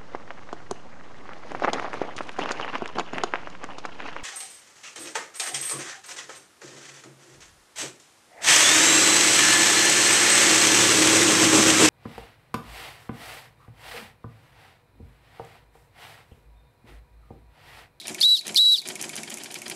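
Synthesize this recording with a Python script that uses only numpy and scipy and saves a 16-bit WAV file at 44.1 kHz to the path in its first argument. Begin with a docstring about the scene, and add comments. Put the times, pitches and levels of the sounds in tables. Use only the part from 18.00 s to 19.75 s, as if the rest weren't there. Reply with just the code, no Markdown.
"""A model steam engine's whistle is pulled in short blasts, close up in a small room.
It chirps and scoops in pitch as the steam jet speeds up and slows down. Underneath, the engine runs:
exhaust chuffs ring the base plate, the linkage clicks, a valve knocks and the boiler simmers.
A gain control ducks the engine under each blast; it is still recovering from one at the start."""
import sys
import numpy as np
from scipy import signal
from scipy.fft import rfft, irfft, next_fast_len
from scipy.io import wavfile
from scipy.ndimage import uniform_filter1d, minimum_filter1d, map_coordinates

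SR = 44100
rng = np.random.default_rng(int(sys.argv[2]) if len(sys.argv) > 2 else 0)


def waveform_to_disk(signal):
    """Save audio, clipped to [-1, 1], as 16-bit WAV at the path in sys.argv[1]."""
    frames = np.transpose(np.atleast_2d(signal))
    scaled = np.clip(frames, -1, 1) * 32767
    samples = np.round(scaled).astype(np.int16)
    wavfile.write(sys.argv[1], SR, samples)


N = 77175
LEAD = SR // 4  # samples of pre-roll before time zero
TIME = np.arange(-LEAD, N) / SR

# knocks of the valve, once a turn: start_s, level_db
VALVE_KNOCKS = [(.013, -22.5), (0.1457, -19), (.279, -13.5), (.411, -17.5), (0.545, -17), (.681, -24),
                (.817, -17), (.9548, -19.5), (1.093, -20.5), (1.2328, -21), (1.372, -25), (1.618, -24)]


def whistle():
    """Steam blows the whistle: a main note, overblown chirps and the noise of the jet."""
    speed = jet_speed()
    steam = jet_noise(speed)
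    return whistle_note(speed) + chirps() + steam + splutter(speed)


def jet_speed():
    """The jet (0 to 1) leaps up as the whistle valve opens and sinks evenly as it closes."""
    # whistle pulls: open_s, rise_s, close_s, fall_s
    pulls = [(-.2, .05, -0.076, 0.09), (0.206, 0.057, .349, .064), (.553, 0.054, 0.7367, 0.077)]
    speed = np.zeros(len(TIME))
    for open_s, rise_s, close_s, fall_s in pulls:
        opening = 1 - np.clip(1 - (TIME - open_s) / rise_s, 0, 1) ** 2
        closing = np.clip(1 - (TIME - close_s) / fall_s, 0, 1)
        speed += opening * closing
    return np.clip(speed, 0, 1)


def whistle_note(speed):
    """Pitch and level follow the jet; the note is rough until the jet reaches full speed."""
    # the note's scoop: jet_speed (0 to 1), pitch_hz, level_db
    scoop = [(0.442, 2850, -29), (0.529, 3030, -26.5), (0.649, 3333, -11), (0.829, 3670, 0.5),
             (0.951, 3830, 4.5), (1, 3913, 7)]
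    speeds, pitch_hz, level_db = np.transpose(scoop)
    waver_hz, flutter_hz, unsteady_hz = 9.4, 18.1, 105.7
    swell_db, rough_db, octave_db = 1.39, 7, -30
    slack = np.sqrt(1 - speed)
    pitch = np.interp(speed, speeds, pitch_hz) + waver_hz * wobble(44.92)
    pitch += (flutter_hz + unsteady_hz * slack) * wobble(600)
    phase = 2 * np.pi * np.cumsum(pitch) / SR
    tone = np.sin(phase) + amp(octave_db) * np.sin(2 * phase)
    flicker_db = swell_db * wobble(70) + rough_db * slack * wobble(350)
    level = amp(np.interp(speed, speeds, level_db) + flicker_db)
    onset = np.clip(speed / speeds[0], 0, 1) ** 4  # a weak jet barely speaks
    return np.sqrt(2) * level * onset * tone


def chirps():
    """Brief overblown tones glide up as the whistle valve opens and down as it closes."""
    # chirps of the slow jet: middle_s, half_length_s, pitch_hz, glide_hz_per_s, level_db
    glides = [(0.2171, 0.0038, 4530, 89999, -5), (0.377, 0.004, 5200, -45000, -19),
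              (.3925, 0.0038, 4420, -40000, -7), (0.5619, 0.001, 4660, 35000.5, -2),
              (0.783, 0.013, 4620, -41000, -9.5)]
    flutter_hz = 67.4
    tones = np.zeros(len(TIME))
    for middle_s, half_length_s, pitch_hz, glide, level_db in glides:
        pitch = pitch_hz + glide * (TIME - middle_s) + flutter_hz * wobble(600)
        envelope = amp(level_db) * np.exp(-((TIME - middle_s) / half_length_s) ** 2)
        tones += envelope * np.sin(2 * np.pi * np.cumsum(pitch) / SR)
    return np.sqrt(2) * tones * amp(2.2 * wobble(350))


def jet_noise(speed):
    """The jet hisses and rings in the pipe, louder the faster it blows."""
    # colour of the hiss: frequency_hz, level_db
    hiss_colour = [(60, -47), (300, -24.5), (1200, -27.5), (2500, -21), (3500, -13.5), (4500, 6),
                   (5300, -0.5), (6400, -6), (7900, -1.5), (8400, -5), (9200, -0.5), (11300, -6.5),
                   (12800, -4.5), (13800, -21)]
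    hiss = amp(-12.5) * noise(hiss_colour)
    pipe = amp(-9.5) * band(hz=4050, width_hz=470)
    return (hiss + pipe) * speed ** 1.09 * amp(1.3 * wobble(68.7))


def splutter(speed):
    """The overblown tone breaks up into noise around half jet speed."""
    breakup_speed, span = 0.55, 0.18
    breakup = np.exp(-((speed - breakup_speed) / span) ** 2)
    return amp(-9) * speed * breakup * band(hz=5050, width_hz=1360)


def exhaust():
    """Each stroke spits a bright chuff, then a thump that rings the base plate and a trail of spray."""
    # exhaust strokes: start_s, length_s, chuff_db, thump_db
    strokes = [(0.051, 0.011, -39.5, -50), (0.086, 0.011, -35.5, -36.5), (0.179, 0.019, -38.5, -48),
               (0.222, 0.024, -30.5, -37), (0.315, 0.0068, -27, -55), (0.361, 0.012, -34.5, -39.5),
               (0.448, 0.024, -36.5, -42), (0.489, 0.0074, -34, -41), (0.58, 0.026, -26.5, -38.5),
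               (0.61, 0.0095, -40, -54), (.72, 0.015, -33, -63), (0.765, 0.0087, -30, -38),
               (0.851, 0.015, -34, -42), (0.898, 0.0072, -32, -42), (0.99, 0.021, -38.5, -44),
               (1.035, 0.0092, -33, -39), (1.129, 0.011, -36.5, -45), (1.173, 0.0093, -32.5, -39.5),
               (1.273, 0.0073, -36, -52), (1.312, 0.012, -37.5, -41), (1.397, 0.02, -42.5, -51),
               (1.455, 0.0051, -36, -65.5), (1.502, 0.0095, -39, -68), (1.551, .011, -36.5, -43),
               (1.656, 0.012, -36, -44.5), (1.709, .011, -34, -42.5)]
    # colours of the chuff, the low thump and the escaping steam: frequency_hz, level_db
    chuff_colour = [(80, -35), (300, -13.5), (700, -5.5), (1200, -10.5), (1850, 2), (2080, -5.5),
                    (2400, 7.5), (2750, -6.5), (3150, 5.5), (3550, -3.5), (3900, -1.5), (4300, -3),
                    (4900, 1), (6000, -19.5), (10000, -13), (13500, -37)]
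    thump_colour = [(30, -42), (60, -23), (115, -25.5), (155, 1), (225, 4.5), (260, -0.5), (370, 2.5),
                    (440, -5), (720, -4.5), (1100, -21), (2000, -11.5), (5000, -26.5)]
    spray_colour = [(80, -32), (500, -33), (1500, -15), (3500, -10), (5800, 0.5), (7500, 6), (8400, 0),
                    (9700, -5.5), (11200, -2.5), (13500, -38)]
    chuff_env, thump_env, spray_env = np.zeros((3, len(TIME)))
    for start_s, length_s, chuff_db, thump_db in strokes:
        chuff_env += amp(chuff_db) * burst(start_s, attack_s=0.0048, hold_s=length_s, t60_s=0.05)
        thump_env += amp(thump_db) * burst(start_s + 0.0036, attack_s=0.019, hold_s=0.014, t60_s=0.18)
        spray_env += amp(thump_db - 6.5) * burst(start_s, attack_s=0.0048, hold_s=length_s, t60_s=0.42)
    plate = base_plate(thump_env)
    chuff = chuff_env * noise(chuff_colour)
    thump = amp(-2) * thump_env * noise(thump_colour)
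    spray = spray_env * noise(spray_colour) * amp(2.6 * wobble(270))
    return chuff + thump + plate + spray


def base_plate(thump_env):
    """The plate rings with each thump and hums steadily from the running engine."""
    # plate resonances: pitch_hz, width_hz, level_db
    modes = [(159.2, 12, -3), (195.8, 13.7, -1.5), (226, 12, 0.5), (305, 38, -4), (347.6, 28, -1),
             (367.3, 12.8, 3.5), (592, 98, -6.5), (701.5, 17.7, -3.5), (920, 15, -8)]
    ring_db, hum_db = -6, -49.5
    response = lambda f: sum(amp(db) * resonance(f, hz, width_hz) for hz, width_hz, db in modes)
    ringing = unit(filtered(rng.standard_normal(len(TIME)), response))
    return ringing * (amp(ring_db) * thump_env + amp(hum_db))


def mechanism():
    """The linkage clicks as its play is taken up, and the valve knocks and rings."""
    # linkage clicks: start_s, level_db, body_db (relative to the treble)
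    clicks = [(0.0705, -21.5, -5), (0.0803, -15.5, 1), (0.204, -20.5, -12), (0.2121, -16.5, 6.5),
              (0.4681, -17, -17), (0.479, -16.5, 5.5), (0.875, -19.5, -6), (0.8868, -18, 4.5),
              (1.0133, -16.5, -20), (1.0253, -17.5, 3.5), (1.155, -20.5, -22), (1.1642, -18.5, 1),
              (1.2987, -26, -26), (1.303, -23, 4.5), (1.3408, -19, -3), (1.3838, -27.5, 2),
              (1.435, -22, -23), (1.444, -26.5, 5), (1.5131, -29, -1), (1.5218, -27.5, 1),
              (1.542, -20.5, 4), (1.587, -28.5, -5), (1.6805, -22, 0), (1.6984, -19.5, 7)]
    # colours of a contact's bright edge and of its body: frequency_hz, level_db
    treble_colour = [(2500, -13), (4500, -6.5), (6200, 3.5), (7200, 0.5), (8200, -3.5), (9600, 5.5),
                     (11200, -7.5), (12300, -4), (13500, -16), (14500, -14)]
    body_colour = [(80, -47), (400, -13), (1300, -30), (1900, 3), (2400, 5.5), (3600, 0.5), (5000, -17),
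                   (7000, -36), (12000, -46)]
    knock_env = sum(amp(db) * contact(start_s) for start_s, db in VALVE_KNOCKS)
    treble_env = knock_env + sum(amp(db) * contact(start_s) for start_s, db, _ in clicks)
    body_env = sum(amp(db + body_db) * contact(start_s) for start_s, db, body_db in clicks)
    body_env += amp(3) * knock_env  # knocks carry extra weight
    ring = valve_ring()
    treble = treble_env * noise(treble_colour)
    body = amp(-9.5) * body_env * noise(body_colour)
    return amp(-10) * (treble + body) + ring


def contact(start_s):
    """Envelope of metal meeting metal: a sharp crack and a faint rattle."""
    crack = burst(start_s, attack_s=0.00048, hold_s=0.001, t60_s=0.0071)
    rattle = burst(start_s, attack_s=0.00084, hold_s=0.001, t60_s=0.072)
    return crack + amp(-9.5) * rattle


def valve_ring():
    """The valve rings briefly after each knock."""
    # valve resonances: pitch_hz, level_db, t60_s
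    modes = [(2205, -17.5, 0.036), (2395, -16, 0.018), (2524, -25, 0.041)]
    ring = np.zeros(len(TIME))
    for start_s, knock_db in VALVE_KNOCKS:
        for pitch_hz, level_db, t60_s in modes:
            envelope = burst(start_s, attack_s=0.0067, hold_s=0.0067, t60_s=t60_s)
            tone = np.sin(2 * np.pi * (pitch_hz * (TIME - start_s) + rng.random()))
            ring += amp(knock_db + level_db) * envelope * tone
    return ring


def boiler():
    """The boiler keeps up a steady, slightly restless simmer."""
    # colour of the simmer: frequency_hz, level_db
    simmer_colour = [(25, -42), (60, -33), (115, -42), (155, -5), (210, -10), (270, 8.5), (370, -15),
                     (450, -8), (720, 0.5), (1200, -13), (2300, -2), (4000, -6.5), (7000, -5),
                     (10000, -7.5), (13500, -30)]
    return amp(-48 + 0.97 * wobble(30.18)) * noise(simmer_colour)


def room(x, t60_s=0.23):
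    """The small room answers with a short diffuse tail."""
    t = np.arange(SR // 2) / SR
    tail = rng.standard_normal(len(t)) * np.exp(-np.log(1000) * t / t60_s)
    return signal.fftconvolve(x, tail / np.linalg.norm(tail))[:len(x)]


def gain_control(x, limit_db=-14.5, detect_s=0.004, hold_s=0.021, release_db_per_s=192.5):
    """Ducks at once when the level passes the limit, holds, and recovers at a steady rate."""
    power = np.abs(uniform_filter1d(x ** 2, int(detect_s * SR)))
    excess_db = np.maximum(10 * np.log10(power + 1e-12) - limit_db, 0)
    half_hold = int(hold_s * SR / 2)
    held_db = -minimum_filter1d(-excess_db, 2 * half_hold + 1, origin=half_hold)
    recovery_db = release_db_per_s * TIME
    return x * amp(recovery_db - np.maximum.accumulate(held_db + recovery_db))


def amp(db):
    """Decibels to gain."""
    return 10 ** (np.asarray(db) / 20)


def unit(x):
    """Scale to rms 1."""
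    return x / np.sqrt(np.mean(x ** 2) + 1e-20)


def filtered(x, response):
    """Shape x with a frequency response."""
    size = next_fast_len(len(x) + SR // 4)
    return irfft(rfft(x, size) * response(np.fft.rfftfreq(size, 1 / SR)), size)[:len(x)]


def noise(colour):
    """Noise of rms 1 coloured by (frequency_hz, level_db) points."""
    hz, db = np.transpose(colour)
    response = lambda f: amp(np.interp(np.log(f + 1), np.log(hz), db))
    return unit(filtered(rng.standard_normal(len(TIME)), response))


def resonance(f, hz, width_hz):
    """Response of one resonance at frequencies f."""
    return 1j * f * width_hz / (hz ** 2 - f ** 2 + 1j * f * width_hz)


def band(hz, width_hz):
    """Noise of rms 1 ringing around one pitch."""
    return unit(filtered(rng.standard_normal(len(TIME)), lambda f: resonance(f, hz, width_hz) ** 2))


def wobble(rate_hz):
    """A smooth curve through rate_hz random points a second."""
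    position = np.arange(len(TIME)) * rate_hz / SR
    return map_coordinates(rng.standard_normal(SR // 8), [position], mode="mirror")


def burst(start_s, attack_s, hold_s, t60_s):
    """Envelope that rises from start_s and begins to die away hold_s after it."""
    age = TIME - start_s
    return np.clip(age / attack_s, 0, 1) * np.exp(-np.log(1000) * np.maximum(age - hold_s, 0) / t60_s)


def scene():
    """Whistle and engine in the room, heard through the gain control."""
    direct = whistle() + exhaust() + mechanism() + boiler()
    return gain_control(direct + amp(-21.5) * room(direct))[None, LEAD:]


def record(dry):
    """Roll off the deep bass and cut the very top."""
    low_cut_hz, top_hz = 71, 14150
    response = lambda hz: (hz < top_hz) * hz ** 2 / np.hypot(hz ** 2, low_cut_hz ** 2)
    return filtered(dry[0], response)[None]


dry = scene()
out = record(dry)
waveform_to_disk(out)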